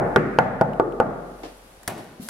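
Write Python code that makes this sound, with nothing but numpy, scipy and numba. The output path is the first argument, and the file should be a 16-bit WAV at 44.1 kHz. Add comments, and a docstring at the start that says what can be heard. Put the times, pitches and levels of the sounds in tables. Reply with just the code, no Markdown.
"""Knuckles rap quickly on a panelled wooden door in a bare, echoing corridor, close to a small camera:
each rap is a push that excites damped panel modes, dense wood vibration, one strong swing and a tick.
After a pause with soft scuffs (shaped noise) the latch clicks sharply (metal modes and noise bursts);
then the door bumps (a damped low tone) and the handle slides and clacks.
The camera's gain control turns loud knocks down and lets the quiet hiss swell back afterwards."""
import sys
import numpy as np
from scipy import signal
from scipy.fft import rfft, irfft, next_fast_len
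from scipy.io import wavfile
from scipy.ndimage import uniform_filter1d
from numba import njit

SR = 44100
rng = np.random.default_rng(int(sys.argv[2]) if len(sys.argv) > 2 else 0)


def inscribe(sig):
    """Save sig as 16-bit PCM at rate SR to the path in sys.argv[1].

    A 1-D sig is mono; a 2-D sig holds one channel per row.
    Samples are clipped to [-1, 1] before scaling.
    """
    pcm = np.round(np.clip(np.atleast_2d(sig).T, -1, 1) * 32767)
    wavfile.write(sys.argv[1], SR, pcm.astype(np.int16))


N = 101253
T = np.arange(N) / SR
FREQS = np.maximum(np.arange(N // 2 + 1) * SR / N, 1)


def undb(db):
    """Logarithmic level: decibels to an amplitude factor."""
    return 10 ** (np.asarray(db) / 20)


def along(points, hz):
    """Spectral envelope: interpolate a table linearly on a log-frequency axis."""
    f, v = np.array(points, float).T
    return np.interp(np.log(hz), np.log(f), v)


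def shape(x, gain):
    """Linear filtering: multiply the spectrum by a real gain that depends on frequency."""
    size = next_fast_len(x.shape[-1] + 4096, True)
    hz = np.maximum(np.arange(size // 2 + 1) * SR / size, 1)
    return irfft(rfft(x, size) * gain(hz), size)[..., :x.shape[-1]]


def fade(t60, size=N):
    """Exponential damping: the amplitude falls by 60 dB in t60 seconds."""
    return np.exp(-np.log(1000) * T[:size] / max(t60, 1e-4))


def add(out, x, start):
    """Superposition: mix a sound in at its time; what lies before time zero is cut off."""
    i = int(round(start * SR))
    x, i = x[:, max(-i, 0):], max(i, 0)
    n = min(x.shape[1], N - i)
    out[:, i:i + n] += x[:, :n]


# likeness of the two channels: (frequency [Hz], correlation [-1 to 1])
CHANNEL_LIKENESS = [(100, 0.9), (300, 0.91), (700, 0.5), (1400, 0.072), (2800, -0.13), (6000, -0.13),
                    (12000, -0.3)]


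def noise(colour, size=N):
    """Spatial coherence: coloured stereo noise, rms 1, whose channels are more alike in the bass."""
    a, b = rng.standard_normal((2, size))

    def like(hz):
        return np.clip(along(CHANNEL_LIKENESS, hz), -.99, .99)

    mid = shape(a, lambda hz: undb(along(colour, hz)) * np.sqrt(1 + like(hz)))
    side = shape(b, lambda hz: undb(along(colour, hz)) * np.sqrt(1 - like(hz)))
    out = np.array([mid + side, mid - side])
    return out / out.std()


# spectrum of building air and microphone hiss: (frequency [Hz], relative density [dB])
AIR_SPECTRUM = [(25, -0.5), (200, 1.5), (600, 3.5), (1500, -4.5), (7500, -16.5), (11000, -13.5),
                (15500, -27)]
AIR_DB = -50


def air():
    """Stationary random noise: building air and microphone hiss as one steady coloured noise."""
    return undb(AIR_DB) * noise(AIR_SPECTRUM)


# widths [Hz] over which the spectrum of the echo is averaged
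FINE_HZ, BROAD_HZ = 16, 110


def diffuse(x):
    """Modal overlap: even out narrow peaks, so that no single note of an echo stands out."""
    size = 2 * x.shape[1]
    spectrum = rfft(x, size)
    power = np.mean(np.abs(spectrum) ** 2, axis=0)
    broad, fine = (np.abs(uniform_filter1d(power, int(hz * size / SR))) for hz in (BROAD_HZ, FINE_HZ))
    return irfft(spectrum * np.sqrt(broad / fine), size)[:, :x.shape[1]]


# late decay of the corridor: (frequency [Hz], t60 [s])
CORRIDOR_T60 = [(100, 0.72), (250, 0.89), (1500, 0.9358), (4000, 0.95), (11000, .25)]
# colour of the corridor: (frequency [Hz], relative level [dB])
CORRIDOR_COLOUR = [(50, -11.5), (130, 4), (280, 2), (900, -8.5), (1900, -4), (2900, -8), (12000, -3.5)]
ROOM_BUILD_S = 0.0013  # time constant of the onset
EARLY_DB, EARLY_T60_S = 2.5, 0.096  # first reflections from the near walls


def corridor(size=42000):
    """Reverberation: octave bands of noise build up and each die at their own pace."""
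    white = noise([(20, 0), (20000, 0)], size=size)
    centres = 62.5 * 2 ** np.arange(9)
    early = undb(EARLY_DB) * fade(EARLY_T60_S, size=size)
    onset = 1 - np.exp(-T[:size] / ROOM_BUILD_S)
    out = 0
    for k, centre in enumerate(centres):

        def octave(hz):
            crossfade = np.interp(np.log(hz), np.log(centres), np.arange(9) == k)
            return crossfade * undb(along(CORRIDOR_COLOUR, hz))

        tail = (fade(along(CORRIDOR_T60, centre), size=size) + early) * onset
        out = out + shape(white, octave) * tail / np.sqrt(np.sum(tail ** 2))
    return diffuse(out)


def in_room(x, room, wet_db):
    """Convolution with an impulse response: a sound followed by its echo."""
    out = undb(wet_db) * signal.fftconvolve(x[:1], room, axes=1)  # the left channel feeds the echo
    out[:, :x.shape[1]] += x
    return out


NEAR_SIDE_DB = -6  # a near source is more alike in the two channels than its echo


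def burst(colour, t60, size=8192):
    """High modal density: a sudden, decaying spray of vibration close to the microphones."""
    x = noise(colour, size=size) * fade(t60, size=size)
    mid = x.mean(axis=0)
    return mid + undb(NEAR_SIDE_DB) * (x - mid)


def struck(colour, t60, room, wet_db):
    """Direct and reverberant sound: a burst, followed by a smooth echo of the same colour."""
    direct = burst(colour, t60)
    # the coloured echo is scaled to the energy of the burst
    gain = np.sqrt(np.sum(direct ** 2) / 2 / np.mean(undb(along(colour, FREQS)) ** 2))
    out = undb(wet_db) * gain * shape(room, lambda hz: undb(along(colour, hz)))
    out[:, :direct.shape[1]] += direct
    return out


# scuffs: (time [s], low rub level [dB], hiss level [dB], hiss cut-off [Hz], rise [s], t60 [s])
SCUFFS = [(1.15, -67, -52, 13100, 0.34, 4.5), (1.431, -32.5, -38, 6200, 0.0037, 0.34),
          (1.955, -30, -41.5, 12000, 0.046, 0.28), (2.198, -50.5, -41, 14200, 0.027, 1.4)]
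# spectrum of the dull rub: (frequency [Hz], relative level [dB])
RUB_SPECTRUM = [(100, -22), (300, 8.5), (650, 7), (1200, -5), (3000, -11), (12000, -56.5)]
# spectrum of the sliding hiss before its cut-off: (frequency [Hz], relative level [dB])
SWISH_SPECTRUM = [(500, -30), (1500, -3), (4300, 4.5), (7000, 1), (11000, 9), (16000, 0.5)]
GRIT_DB, GRIT_S = 2.5, 0.001  # rms of the hiss's level flutter, and its averaging time


def scuffs(size=44000):
    """Friction noise: a dull rub and a gritty hiss swell and die away together."""
    out = np.zeros((2, N))
    for start, rub_db, hiss_db, top_hz, rise, t60 in SCUFFS:
        swell = np.minimum(T[:size] / max(rise, 1e-3), 1) * fade(t60, size=size)
        grit = uniform_filter1d(rng.standard_normal(size), max(int(GRIT_S * SR), 1))
        hiss = shape(noise(SWISH_SPECTRUM, size=size), lambda hz: 1 / np.hypot(1, (hz / top_hz) ** 4))
        hiss = hiss * undb(GRIT_DB * grit / grit.std())
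        rub = noise(RUB_SPECTRUM, size=size)
        add(out, swell * (undb(rub_db) * rub + undb(hiss_db) * hiss), start)
    return out


BUMP_S, BUMP_HZ, BUMP_DB = 2.1975, 231, -15
BUMP_T60_S, BUMP_RISE_S, BUMP_ROOM_DB = 0.026, 0.0034, -1


def bump(room, size=8192):
    """Damped resonance: a soft, low bump on the door, one tone that rises and dies quickly."""
    out, t = np.zeros((2, N)), T[:size]
    rise = 1 - np.exp(-t / BUMP_RISE_S)
    thud = -np.sin(2 * np.pi * BUMP_HZ * t) * fade(BUMP_T60_S, size=size) * rise
    add(out, undb(BUMP_DB) * in_room(np.array([thud, thud]), room, BUMP_ROOM_DB), BUMP_S)
    return out


# latch clicks and rattles: (time [s], metal level [dB], door body level [dB])
CLICKS = [(1.8316, -39, -65), (1.8770, -16, -30.5), (1.8797, -23, -28.5), (1.898, -35, -30),
          (1.979, -42, -38), (2.043, -48, -52), (2.2872, -23, -57), (2.2903, -20, -27)]
# spectrum of the metal snap: (frequency [Hz], relative level [dB])
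METAL_SPECTRUM = [(100, -11), (400, -10), (900, 7), (1700, 9), (2800, 0), (8000, 2), (11000, 4),
                  (16000, -6)]
METAL_T60_S, METAL_ROOM_DB = 0.026, -3
# spectrum of the jolted door body: (frequency [Hz], relative level [dB])
BODY_SPECTRUM = [(50, -22), (120, 3.5), (500, -0.5), (800, 6.5), (1200, -4), (3500, -13.5), (14000, -43)]
BODY_T60_S, BODY_ROOM_DB = 0.18, 5.5
# ringing modes of the latch: (frequency [Hz], relative level [dB])
LATCH_MODES = [(790, -1.5), (9620, 0), (10050, -19), (12550, -12)]
LATCH_DB, LATCH_T60_S = -7.5, 0.015


def latch(room, size=8192):
    """Impact excitation: metal snaps against metal, rings briefly, jolts the door and rattles."""
    out = np.zeros((2, N))
    modes = sum(undb(db) * np.sin(2 * np.pi * hz * T[:size]) for hz, db in LATCH_MODES)
    ring = undb(LATCH_DB) * fade(LATCH_T60_S, size=size) * modes
    for start, metal_db, body_db in CLICKS:
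        snap = struck(METAL_SPECTRUM, METAL_T60_S, room, METAL_ROOM_DB)
        # swapped echo channels set the body's echo apart from the metal's
        jolt = struck(BODY_SPECTRUM, BODY_T60_S, room[::-1], BODY_ROOM_DB)
        add(out, undb(metal_db) * np.array([ring, ring]), start)
        add(out, undb(metal_db) * snap, start)
        add(out, undb(body_db) * jolt, start)
    return out


# faint taps between the knocks: (time [s], level [dB])
FAINT_TAPS = [(0.734, -32), (0.924, -36)]
# spectrum of a tap: (frequency [Hz], relative level [dB])
TAP_SPECTRUM = [(2000, -22.5), (2800, 3), (3500, -28), (14000, -28)]
TAP_T60_S = 0.013


def taps():
    """Transient excitation: faint, short bursts of narrow-band noise, without echo."""
    out = np.zeros((2, N))
    for start, db in FAINT_TAPS:
        add(out, undb(db) * burst(TAP_SPECTRUM, TAP_T60_S), start)
    return out


# door modes: (frequency [Hz], relative level [dB], t60 [s])
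DOOR_MODES = [(122.7, -19.5, 0.2), (152.9, -19.5, 0.28), (207.3, -22, 0.35), (242, -16.5, 0.1),
              (384.4, -12, 0.085), (482, -2.5, 0.068), (527.7, -5.5, 0.053), (598.5, -10.5, 0.062),
              (648, -8, 0.06), (790.5, -10, 0.12), (874, -6.5, 0.11), (1138, -10, 0.019),
              (1441, 0.5, 0.054)]
DOOR_DB = -3.5
MODE_PAN_DB, MODE_PHASE = -2.5, 0.36  # level difference of the channels; phase either way [rad per kHz]


def panel(size=16384):
    """Modal superposition: damped door modes reach the two microphones a little differently."""
    out, side = np.zeros((2, size)), np.array([[1], [-1]])
    for hz, db, t60 in DOOR_MODES:
        lag = side * MODE_PHASE * hz / 1000
        wave = np.cos(2 * np.pi * hz * T[:size] - lag)
        out += undb(db + side * MODE_PAN_DB / 2) * fade(t60, size=size) * wave
    return undb(DOOR_DB) * out


THRUST_DB = -8


def thrust(hz, size=512):
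    """Elastic recoil: the panel gives under the knuckle and springs back in one strong swing."""
    turn = np.minimum(T[:size] * hz * 2 / 3, 1)  # over after 1.5 periods of hz
    swing = np.sin(2 * np.pi * turn) * np.sin(np.pi * turn)
    return undb(THRUST_DB) * np.array([swing, swing])


# centres [Hz] and widths [octaves] of the three mode groups that depend on the place struck
LOW_HZ, MIDDLE_HZ, UPPER_HZ = 358.5, 754, 1206
LOW_OCTAVES, MIDDLE_OCTAVES, UPPER_OCTAVES = 0.32, 0.5, 0.14


def place_gain(hz, low_db, middle_db, upper_db):
    """Mode-shape weighting: the place struck sets how strongly each group of modes answers."""
    def bell(centre, octaves):
        return np.exp(-.5 * (np.log2(hz / centre) / octaves) ** 2)

    return undb(low_db * bell(LOW_HZ, LOW_OCTAVES) + middle_db * bell(MIDDLE_HZ, MIDDLE_OCTAVES)
                + upper_db * bell(UPPER_HZ, UPPER_OCTAVES))


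# knocks, the first already under way at time zero: (time [s], level [dB], contact cut-off [Hz],
# low modes [dB], middle modes [dB], upper modes [dB], first swing [Hz], relative knuckle tick [dB])
KNOCKS = [(-.07, -1, 1710, 2.5, 10, 2.5, 700, -20), (0.1606, 2, 2360, 6.5, -7.5, 10.5, 460, 18),
          (0.387, 3, 1870, -12, 7.5, 3.5, 765, 18), (0.6117, -1.5, 1150, -7, 9.5, 3, 678, 12.5),
          (0.7981, -9, 1070, 17.5, 11, 21.5, 654, 5.5), (1.0010, -4, 1170, -1.5, 8.5, 12.5, 650, 10.5)]
# spectrum of the dense, quickly damped wood vibration: (frequency [Hz], relative density [dB])
WOOD_SPECTRUM = [(50, -28), (120, -4), (400, -1.5), (800, 3), (1020, -6), (1600, -1), (2700, -9),
                 (6000, -26)]
WOOD_DB, WOOD_T60_S = -3.5, 0.073
WOOD_PLACE_SHARE = 0.58  # the dense vibration depends less on the place struck
# spectrum of the knuckle tick: (frequency [Hz], relative level [dB])
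TICK_SPECTRUM = [(500, -27), (2000, -5), (3300, 2), (5500, -7), (16000, -19)]
TICK_DB, TICK_T60_S = -30, 0.01
TICK_LAG_S = .0004  # the tick comes at the height of the push
MODES_ROOM_DB, WOOD_ROOM_DB, TICK_ROOM_DB = -6.5, 6, -5.5
PUSH_S = 0.00044  # the skin over the knuckle rounds the start of each push
SWAY_HZ, SWAY_DB, SWAY_T60_S = 44.5, -38.5, 2.8


def sway():
    """Free vibration: the leaf sways steadily in its frame and dies away after the last knock."""
    since = np.maximum(T - KNOCKS[-1][0], 0)
    return undb(SWAY_DB) * np.sin(2 * np.pi * SWAY_HZ * T) * np.exp(-np.log(1000) * since / SWAY_T60_S)


def knocks():
    """Source and resonator: each push swings the panel once and rings it; a higher cut-off is brighter."""
    out, door = np.zeros((2, N)), panel()
    push = np.sin(np.pi * np.minimum(T[:128] / PUSH_S, 1)) ** 2
    for start, db, contact_hz, low_db, middle_db, upper_db, swing_hz, tick_db in KNOCKS:
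        room = corridor()  # the camera moves, so each knock has an echo of its own

        def place(hz):
            return place_gain(hz, low_db, middle_db, upper_db)

        modes = in_room(door, room, MODES_ROOM_DB)[:, :room.shape[1]]
        wood = undb(WOOD_DB) * struck(WOOD_SPECTRUM, WOOD_T60_S, room, WOOD_ROOM_DB)
        rap = shape(modes, place) + shape(wood, lambda hz: place(hz) ** WOOD_PLACE_SHARE)
        rap = signal.lfilter(push / push.sum(), 1, rap)
        contact = signal.butter(2, min(contact_hz, SR / 4), fs=SR, output="sos")
        tick = undb(TICK_DB + tick_db) * struck(TICK_SPECTRUM, TICK_T60_S, room, TICK_ROOM_DB)
        add(out, undb(db) * signal.sosfilt(contact, rap), start)
        add(out, undb(db) * thrust(swing_hz), start)
        add(out, tick, start + TICK_LAG_S)
    return out


LEFT_DB = 1  # level of the left channel over the right


def scene():
    """Linear superposition: door, latch and scuffs in the corridor over quiet air."""
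    room = corridor()
    sounds = air() + scuffs() + bump(room) + latch(room) + taps() + sway() + knocks()
    return sounds * undb(np.array([[LEFT_DB], [-LEFT_DB]]) / 2)


@njit
def follow(x, attack, release, e):
    """Envelope detection: a level that rises fast and falls slowly, starting from e."""
    out = np.empty(len(x))
    for i in range(len(x)):
        e += (x[i] - e) * (attack if x[i] > e else release)
        out[i] = e
    return out


THRESHOLD_DB, RATIO, DRIVE = -8.5, 2.99, 0.95
ATTACK_S, RELEASE_S = 0.0025, 0.4  # time constants
START_DB = -5  # level that the gain control holds from the knocking so far
TOP_HZ = 15800


def record(dry):
    """Dynamic compression: gain control, then soft overload of strong peaks and a steep top cut."""
    attack, release = 1 / (max(ATTACK_S, 1e-4) * SR), 1 / (RELEASE_S * SR)
    loud = follow(np.abs(dry).max(axis=0), attack, release, float(undb(START_DB)))
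    excess = np.maximum(loud / undb(THRESHOLD_DB), 1)
    x = DRIVE * dry * excess ** (1 / max(RATIO, 1) - 1)
    x = x / (1 + x ** 4) ** .25
    return signal.sosfilt(signal.ellip(8, .2, 70, TOP_HZ, fs=SR, output="sos"), x)


dry = scene()
out = record(dry)
inscribe(out)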